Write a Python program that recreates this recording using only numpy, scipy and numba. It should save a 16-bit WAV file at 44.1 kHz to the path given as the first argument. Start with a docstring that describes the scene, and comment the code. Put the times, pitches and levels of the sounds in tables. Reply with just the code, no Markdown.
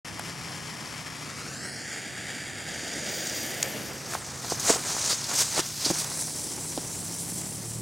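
"""A gas torch hisses off to the left, a turbulent jet over a soft outdoor rumble and a far engine that
slows down and picks up again. The torch swings in over a folded sheet of paper, where short echoes
comb its hiss, lights two small pyrotechnic balls and draws away. Gas rushes from the balls and burns:
they fizz, flare up in surges with soft puffs and cracks, then settle to an even rushing burn.
The forest floor is an open space with no reverberation."""
import sys
import numpy as np
from scipy import signal
from scipy.fft import rfft, irfft
from scipy.io import wavfile
from scipy.ndimage import uniform_filter1d, map_coordinates
from numba import njit

SR = 44100
rng = np.random.default_rng(int(sys.argv[2]) if len(sys.argv) > 2 else 0)


def digitize_waveform(pressure):
    """Quantize a signal to 16-bit integers and store it at the path in sys.argv[1].

    Rows of a 2-D input are taken as channels; values are limited to [-1, 1].
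    """
    field = np.atleast_2d(pressure).T
    bounded = np.clip(field, -1, 1)
    quanta = np.round(bounded * 32767).astype(np.int16)
    wavfile.write(sys.argv[1], SR, quanta)


N = 344421
TIME = np.arange(N) / SR


def undb(db):
    """Decibels to amplitude ratio."""
    return 10 ** (np.asarray(db) / 20)


def unit(x):
    """Normalisation to rms 1."""
    return x / np.sqrt(np.mean(x ** 2))


def curves(rows):
    """Linear interpolation of each column against the first, time_s."""
    time_s, *columns = np.transpose(rows)
    return [np.interp(TIME, time_s, column) for column in columns]


def ease(middle_s, ease_s):
    """Sigmoid transition from 0 to 1."""
    return .5 + .5 * np.tanh((TIME - middle_s) / (2 * ease_s))


def drift(rate_hz):
    """Smooth random modulation of rms 1."""
    hold = max(int(SR / rate_hz), 1)
    steps = np.repeat(rng.standard_normal(N // hold + 1), hold)
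    return unit(uniform_filter1d(steps, hold)[:N])


def colour(x, points):
    """Minimum-phase filter through (frequency_hz, gain_db) points."""
    size = 8192
    hz, db = np.transpose(points)
    bin_hz = np.arange(size // 2 + 1) * SR / size
    log_gain = np.log(undb(np.interp(np.log(bin_hz + 1), np.log(hz), db)))
    cepstrum = irfft(log_gain)[:size // 2]
    cepstrum[0] /= 2
    impulse_response = irfft(np.exp(rfft(2 * cepstrum, size)))[:size // 2]
    return signal.oaconvolve(x, impulse_response)[:len(x)]


def band(x, hz, spread):
    """Second-order band-pass from hz / spread to hz * spread."""
    return signal.sosfilt(signal.butter(1, [hz / spread, hz * spread], "band", fs=SR, output="sos"), x)


@njit
def sweep(x, hz, q):
    """Resonator with a moving centre frequency, where its gain is 1."""
    y, band_state, low_state = np.empty(len(x)), 0., 0.
    for i in range(len(x)):
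        g = np.tan(np.pi * min(hz[i], .45 * SR) / SR)
        passed = (band_state + g * (x[i] - low_state)) / (1 + g * (g + 1 / q))
        band_state = 2 * passed - band_state
        low_state += 2 * g * passed
        y[i] = passed / q
    return y


def delay(x, lag_ms):
    """Propagation delay along a path of changing length."""
    return map_coordinates(x, [(TIME - lag_ms / 1000) * SR], order=3)


def shocks(per_s, scatter_db):
    """Shot noise: random one-sided pressure spikes of uneven size."""
    spikes = (rng.random(N) < per_s / SR) * undb(scatter_db * np.clip(rng.standard_normal(N), -2, 2))
    return unit(spikes - spikes.mean())


# moves of the hand: middle_s, ease_s
APPROACH, SWING, RETREAT = (1.405, .12), (1.725, .09), (3.72, .16)
CATCH_S, PULL_S = 2.67, 3.33  # the first ball catches; the torch starts to pull back


def hand():
    """Source motion: the nearness, turn and swing speed of the torch, each 0-1."""
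    near = ease(*APPROACH) * (1 - ease(*RETREAT))
    turn = ease(*SWING)
    return near, turn, 4 * turn * (1 - turn)


# spectrum of the torch jet: frequency_hz, density_db
JET_SPECTRUM = [(20, -33), (60, -21), (200, 4.5), (400, 0), (1000, -1), (2000, 2), (3500, -6.5), (5300, -1),
                (8000, -7.5), (10000, -9.5), (12500, -20.5), (15500, -27.5)]


def torch():
    """Jet noise is directional: a bright lobe and a dull gap move in frequency as the nozzle turns."""
    near, turn, swing = hand()
    turbulence = shocks(per_s=2600, scatter_db=1.5) + undb(-7.5) * rng.standard_normal(N)
    jet = unit(colour(turbulence, JET_SPECTRUM))
    lobe_hz, gap_hz = 6600 + 1600 * swing, 690 + (13300 - 690) * turn
    lobe = (.15 * near + 1.7 * swing) * sweep(jet, lobe_hz, q=5.3)
    gap = (.2 * near + .28 * swing) * sweep(jet, gap_hz, q=2.5)
    on_ball_db = np.interp(TIME, [CATCH_S, PULL_S], [0, 1.5])
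    fade_db = 43 * np.maximum(TIME - 3.755, 0)  # the torch is drawn away
    level_db = -39.5 - swing + on_ball_db - fade_db
    return (jet + lobe - gap) * undb(level_db + .89 * drift(30.29))


# echoes off hand, ground and paper: far_lag_ms, near_lag_ms, far_gain, near_gain, added_swing_gain
REFLECTIONS = [(.405, 0.19, 0.025, -0.41, 0.78), (0.762, 0.233, -.06, 0.13, -0.54),
               (0.478, 0.416, -0.17, 0.14, .22), (0.936, 0.59, 0.1, 0.2, .17),
               (1.446, 0.759, -0.089, -.38, -0.0098), (1.55, 0.945, -0.0059, -0.13, 0.026),
               (2.05, 2, -0.076, -0.16, .05)]


def reflect(x):
    """Comb filtering: echoes close in with the torch, swooshing, then hollow until it leaves."""
    _, _, swing = hand()
    arrived, gone = ease(*APPROACH), ease(*RETREAT)
    # rough leaves and paper scatter the top octave instead of mirroring it
    dull = signal.sosfiltfilt(signal.butter(3, 9500, fs=SR, output="sos"), x)
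    out = x.copy()
    for far_ms, near_ms, far_gain, near_gain, swing_gain in REFLECTIONS:
        gain = far_gain + (near_gain - far_gain) * arrived + swing_gain * swing
        out += (1 - gone) * gain * delay(dull, far_ms + (near_ms - far_ms) * arrived)
    return out


# spectrum of the outdoor rumble: frequency_hz, density_db
RUMBLE_SPECTRUM = [(20, -26), (40, -25), (65, -7), (90, -4), (130, 1), (190, -4.5), (280, -6.5),
                   (500, -15.5), (1000, -20.5), (3000, -27.5), (15000, -52)]


def rumble():
    """Ambient noise: the distance is heard mostly at low frequencies."""
    return unit(colour(rng.standard_normal(N), RUMBLE_SPECTRUM)) * undb(-47 + 1.4 * drift(2.97))


# speed of the far engine: time_s, cycle_rate_hz
ENGINE_RATE = [(0, 35.13), (1.5, 28.42), (3, 25.97), (4.6, 27.28), (6.5, 31.3), (7.3, 34.6), (7.8, 38.9)]
# its harmonics: order, level_db
ENGINE_HARMONICS = [(2, -10), (3, -3.5), (4, -6), (5, 0), (6, -16), (7, -16), (8, -17), (9, -7)]
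# its path through the trees: frequency_hz, gain_db
FOREST_PATH = [(50, -12.5), (80, -8), (100, -3), (115, 5), (128, 1), (145, 0.5), (172, 0.5), (198, -7.5),
               (350, -6)]


def engine():
    """A periodic source radiates harmonics of its cycle rate; only the low ones carry through trees."""
    (rate_hz,) = curves(ENGINE_RATE)
    phase = 2 * np.pi * np.cumsum(rate_hz * (1 + .0032 * drift(12))) / SR
    drone = np.zeros(N)
    for order, db in ENGINE_HARMONICS:
        drone += undb(db + 1.7 * drift(5)) * np.sin(order * phase + 2 * np.pi * rng.random())
    speed_db, nearing_db = .88 * (rate_hz - rate_hz.min()), .69 * TIME
    return unit(colour(drone, FOREST_PATH)) * undb(-55.5 + speed_db + nearing_db)


def bursts(rows):
    """Transients of narrow-band noise, each with a faint exponential tail."""
    out, t = np.zeros(N), np.arange(SR // 10) / SR
    for start_s, level_db, length_s, centre_hz in rows:
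        body = (1 - np.exp(-t / .00022)) * np.exp(-(t / length_s) ** 4)
        tail = undb(-30) * np.exp(-t / length_s / 2)
        noise = unit(band(rng.standard_normal(len(t)), centre_hz, spread=1.105))
        add(out, start_s, undb(level_db) * (body + tail) * noise)
    return out


def add(track, start_s, sound):
    """Superposition of a sound on a track."""
    i = int(start_s * SR)
    track[i:i + len(sound)] += sound[:N - i]


# handling of the torch: start_s, level_db, length_s, centre_hz
TORCH_KNOCKS = [(.1945, -31.5, 0.0016, 9500), (.1948, -24.5, 0.0026, 1020), (3.6275, -17, 0.0045, 6900),
                (3.6275, -22.5, 0.0027, 4400), (3.6277, -24, 0.0038, 1900)]


def knocks():
    """Impact noise: the torch knocks and clicks in the hand."""
    return bursts(TORCH_KNOCKS)


# steady burn of the balls, in relative levels: time_s, hiss_db, roar_db, fizz_db
STEADY_BURN = [(2.7, -43, -47, -65), (3.1, -37.5, -42.5, -46), (3.35, -36, -43.5, -49),
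               (3.7, -44, -41.5, -47.5), (4, -46.5, -46.5, -57), (4.28, -42.5, -47, -63),
               (4.55, -38.5, -44, -51), (5.25, -37, -46, -58), (5.75, -38.5, -50, -49),
               (6.15, -36, -45, -57), (6.8, -38, -46, -57), (7.35, -38, -48, -51), (7.8, -42, -49.5, -58)]
# surges of gas: peak_s, hiss_db, rise_s, fall_s, roar_minus_hiss_db, fizz_minus_hiss_db
GAS_SURGES = [(4.135, -37, 0.041, 0.035, -5, -9), (4.51, -32, 0.015, 0.034, -10, -19),
              (4.7, -22.5, 0.036, 0.041, -7, -20), (4.88, -32.5, 0.035, .13, -6, -20),
              (5.11, -27.5, 0.11, 0.033, -9, -23), (5.31, -39.5, .015, 0.073, 4, -20),
              (5.405, -24.5, 0.062, 0.04, -10.5, -13.5), (5.595, -25.5, 0.05, 0.013, -6.5, -20),
              (5.855, -27, 0.033, 0.08, -14, -23), (5.995, -29, 0.027, 0.029, -17, -18),
              (6.21, -34.5, .05, .04, -28, -19)]


def burn_levels():
    """Incoherent sources add in power: each surge swells and dies away on top of the steady burn."""
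    power = undb(curves(STEADY_BURN)) ** 2
    for peak_s, hiss_db, rise_s, fall_s, roar_db, fizz_db in GAS_SURGES:
        swell = np.exp(-np.maximum((peak_s - TIME) / rise_s, (TIME - peak_s) / fall_s))
        peaks = undb([hiss_db, hiss_db + roar_db, hiss_db + fizz_db])
        power += np.outer(peaks, swell) ** 2
    return 10 * np.log10(power)


def sizzle(per_s, grain_db):
    """Gaussian flow noise plus shot noise of either sign."""
    grains = shocks(per_s, scatter_db=4) * np.sign(rng.standard_normal(N))
    return unit(rng.standard_normal(N) + undb(grain_db) * grains)


# spectra of the escaping gas (hiss) and its flame (roar) at each stage: frequency_hz, density_db
HISS_CATCHING = [(2500, -16), (3800, -3.5), (4800, 3), (5600, 6.5), (6400, 6.5), (7500, -5), (9000, -6),
                 (11000, -14), (15500, -24)]
HISS_FLARING = [(1290, -20.5), (2200, -8.5), (2850, -7.5), (4560, -1), (6270, 1.5), (9370, -3.5),
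                (11500, -17), (13000, -22.5)]
HISS_SETTLED = [(1290, -44), (2200, -43.5), (2960, -18), (3070, -12.5), (3650, -11.5), (4020, -9),
                (4630, -7.5), (5410, -4.5), (6050, -2.5), (6660, -5), (7500, -0.5), (9950, -3),
                (13000, -19)]
ROAR_CATCHING = [(80, -20), (170, 11), (280, 9), (600, 8.5), (1050, -4), (1800, -6), (3000, -2),
                 (6000, -34)]
ROAR_FLARING = [(80, -28), (200, -2.5), (500, -1), (800, 0.5), (1250, 0), (2000, -3), (3000, -13),
                (6000, -27)]
ROAR_SETTLED = [(80, -15), (200, 3), (310, 5.5), (430, 0.5), (900, -2), (1400, -9), (2100, -6.5),
                (3000, -10.5), (6000, -54)]


def flame():
    """Flow and combustion noise: gas hisses out of the balls, roars above and fizzes on their crust."""
    hiss_db, roar_db, fizz_db = burn_levels()
    flaring = np.interp(TIME, [3.8, 4.15], [0, 1])
    settled = np.interp(TIME, [5.9, 6.3], [0, 1])
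    weights = np.sqrt([1 - flaring, flaring * (1 - settled), settled])  # equal-power crossfade
    gas, fire = sizzle(per_s=1500, grain_db=-3.5), sizzle(per_s=400, grain_db=-2)
    hiss_spectra = HISS_CATCHING, HISS_FLARING, HISS_SETTLED
    roar_spectra = ROAR_CATCHING, ROAR_FLARING, ROAR_SETTLED
    hiss = sum(weight * unit(colour(gas, points)) for weight, points in zip(weights, hiss_spectra))
    roar = sum(weight * unit(colour(fire, points)) for weight, points in zip(weights, roar_spectra))
    vent_hz = 6200 * np.exp(.29 * drift(14))  # the resonance wanders as the vents change shape
    hiss = unit(hiss + .5 * flaring * sweep(hiss, vent_hz, q=4.3))
    sputter_db = .71 * drift(45) + .96 * drift(220)  # the outflow is never even
    outflow = hiss * undb(hiss_db + 1.5) + crust() * undb(fizz_db + 2.6)
    combustion = roar * undb(roar_db + 1.53 + 1.5 * drift(70))
    return ease(CATCH_S, .016) * (outflow * undb(sputter_db) + combustion)


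# cracks and spurts of the crust: start_s, level_db, length_s, centre_hz
CRUST_CRACKS = [(2.8807, -29, .0008, 6000), (3.0655, -27, 0.00057, 5000), (3.098, -25, .0005, 4970),
                (3.2703, -31, .005, 6500), (3.296, -28, 0.0037, 6470), (4.4995, -28, .0058, 6600),
                (4.596, -29, 0.012, 6560), (4.663, -28, .008, 6500), (5.097, -26.5, 0.046, 4860),
                (5.239, -31, .012, 5000), (5.359, -28, 0.0081, 7000), (5.846, -26, 0.028, 4750),
                (5.905, -27.5, 0.01, 7000), (6.044, -24, .002, 6500), (6.7765, -29, 0.0011, 3520)]


def cracks():
    """Impulsive noise: the burning crust cracks and spurts."""
    return bursts(CRUST_CRACKS)


def crust():
    """Interference: the crust's fizz and its echo off the receding nozzle make a falling swish."""
    centre_hz = 14650 + (11900 - 14650) * ease(PULL_S, .084)
    grains = sizzle(per_s=910, grain_db=2)
    fizz = unit(sweep(sweep(grains, centre_hz, q=.95), centre_hz, q=.95))
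    lag_ms = .044 + .32 * np.maximum(TIME - PULL_S, 0)
    echo = .62 * (1 - ease(*RETREAT)) * delay(fizz, lag_ms)
    return ease(middle_s=3.08, ease_s=.019) * (fizz + echo)


# igniting pockets of gas: peak_s, peak_db, pitch_hz, relative_flutter_db
GAS_PUFFS = [(4.137, -23, 1310, -12), (4.152, -14.5, 951, -15), (4.447, -23.5, 865, -26),
             (4.522, -14, 586, -17), (4.697, -15, 516, -5), (4.703, -7.5, 413, -12), (4.737, -21, 700, -7),
             (4.759, -23, 510, -4), (4.967, -19.5, 900, -20), (5.579, -15.5, 596, -13),
             (5.593, -21.5, 330, -3.5), (5.865, -21, 286, -5), (5.903, -17.5, 500, -10.5),
             (5.9059, -17, 242, -24), (5.912, -13.5, 320, -14), (5.956, -25.5, 1150, -6),
             (6.048, -29, 900, -9), (6.7773, -17.5, 575, -38), (6.7809, -26.5, 268, -5.5)]


def puffs():
    """Sudden expansion: igniting gas radiates one pressure pulse, then the flame flutters briefly."""
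    out, lead_s = np.zeros(N), .01
    t = np.arange(SR // 10) / SR - lead_s
    for peak_s, peak_db, pitch_hz, flutter_db in GAS_PUFFS:
        exponent = (np.pi * pitch_hz * t) ** 2
        pulse = (1 - 2 * exponent) * np.exp(-exponent)
        noise = unit(band(rng.standard_normal(len(t)), pitch_hz, spread=1.33))
        flutter = noise * (t > 0) * np.exp(-np.abs(t) / .0071)
        add(out, peak_s - lead_s, undb(peak_db) * (pulse + undb(flutter_db) * flutter))
    return out


def tilt(pair, points):
    """A frequency-dependent level difference, split evenly between left and right."""
    return np.array([colour(x, [(hz, sign * db / 2) for hz, db in points])
                     for x, sign in zip(pair, (1, -1))])


# the torch held off to the left: frequency_hz, left_minus_right_db
ASIDE_BALANCE = [(60, -1.5), (110, -2), (200, -5.5), (380, 1.5), (700, 5.5), (1290, 3), (2380, 8.5),
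                 (4400, 1.5), (8120, 1), (15000, 9.5)]
# spread of the turbulent sounds: frequency_hz, side_minus_mid_db
STEREO_WIDTH = [(30, -2), (70, -7), (130, -11), (400, -12), (1100, -11.5), (2200, -16.5), (3300, -73),
                (5500, -83), (7500, -31), (9500, -13.5), (15000, -14)]


def scene():
    """Level differences place the torch left until it nears the fire; uncorrelated noise adds width."""
    near, _, _ = hand()
    jet = reflect(torch())
    aside = (1 - near) * tilt([jet, jet], ASIDE_BALANCE)
    mid = near * jet + reflect(flame()) + rumble() + puffs() + cracks() + knocks() + engine()
    side = colour(reflect(torch() + flame()) + rumble(), STEREO_WIDTH)
    pan_db = [[1], [-1]]
    return (np.array([mid + side, mid - side]) + aside) * undb(pan_db)


# mismatch of the two microphones: frequency_hz, left_minus_right_db
MIC_BALANCE = [(60, -2), (110, -2.5), (200, -4.5), (380, -4), (700, -4.5), (1290, -1.5), (2380, -1.5),
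               (4400, -2), (8120, -1.5), (15000, -3)]


def record(dry):
    """Band-limited pickup: two slightly unlike microphones open after a moment; the top is cut."""
    open_s, cutoff_hz = .046, 15850
    opened = np.clip((TIME - open_s) / .004, 0, 1)
    low_pass = signal.ellip(12, .1, 80, cutoff_hz, fs=SR, output="sos")
    return signal.sosfilt(low_pass, opened * tilt(dry, MIC_BALANCE))


dry = scene()
out = record(dry)
digitize_waveform(out)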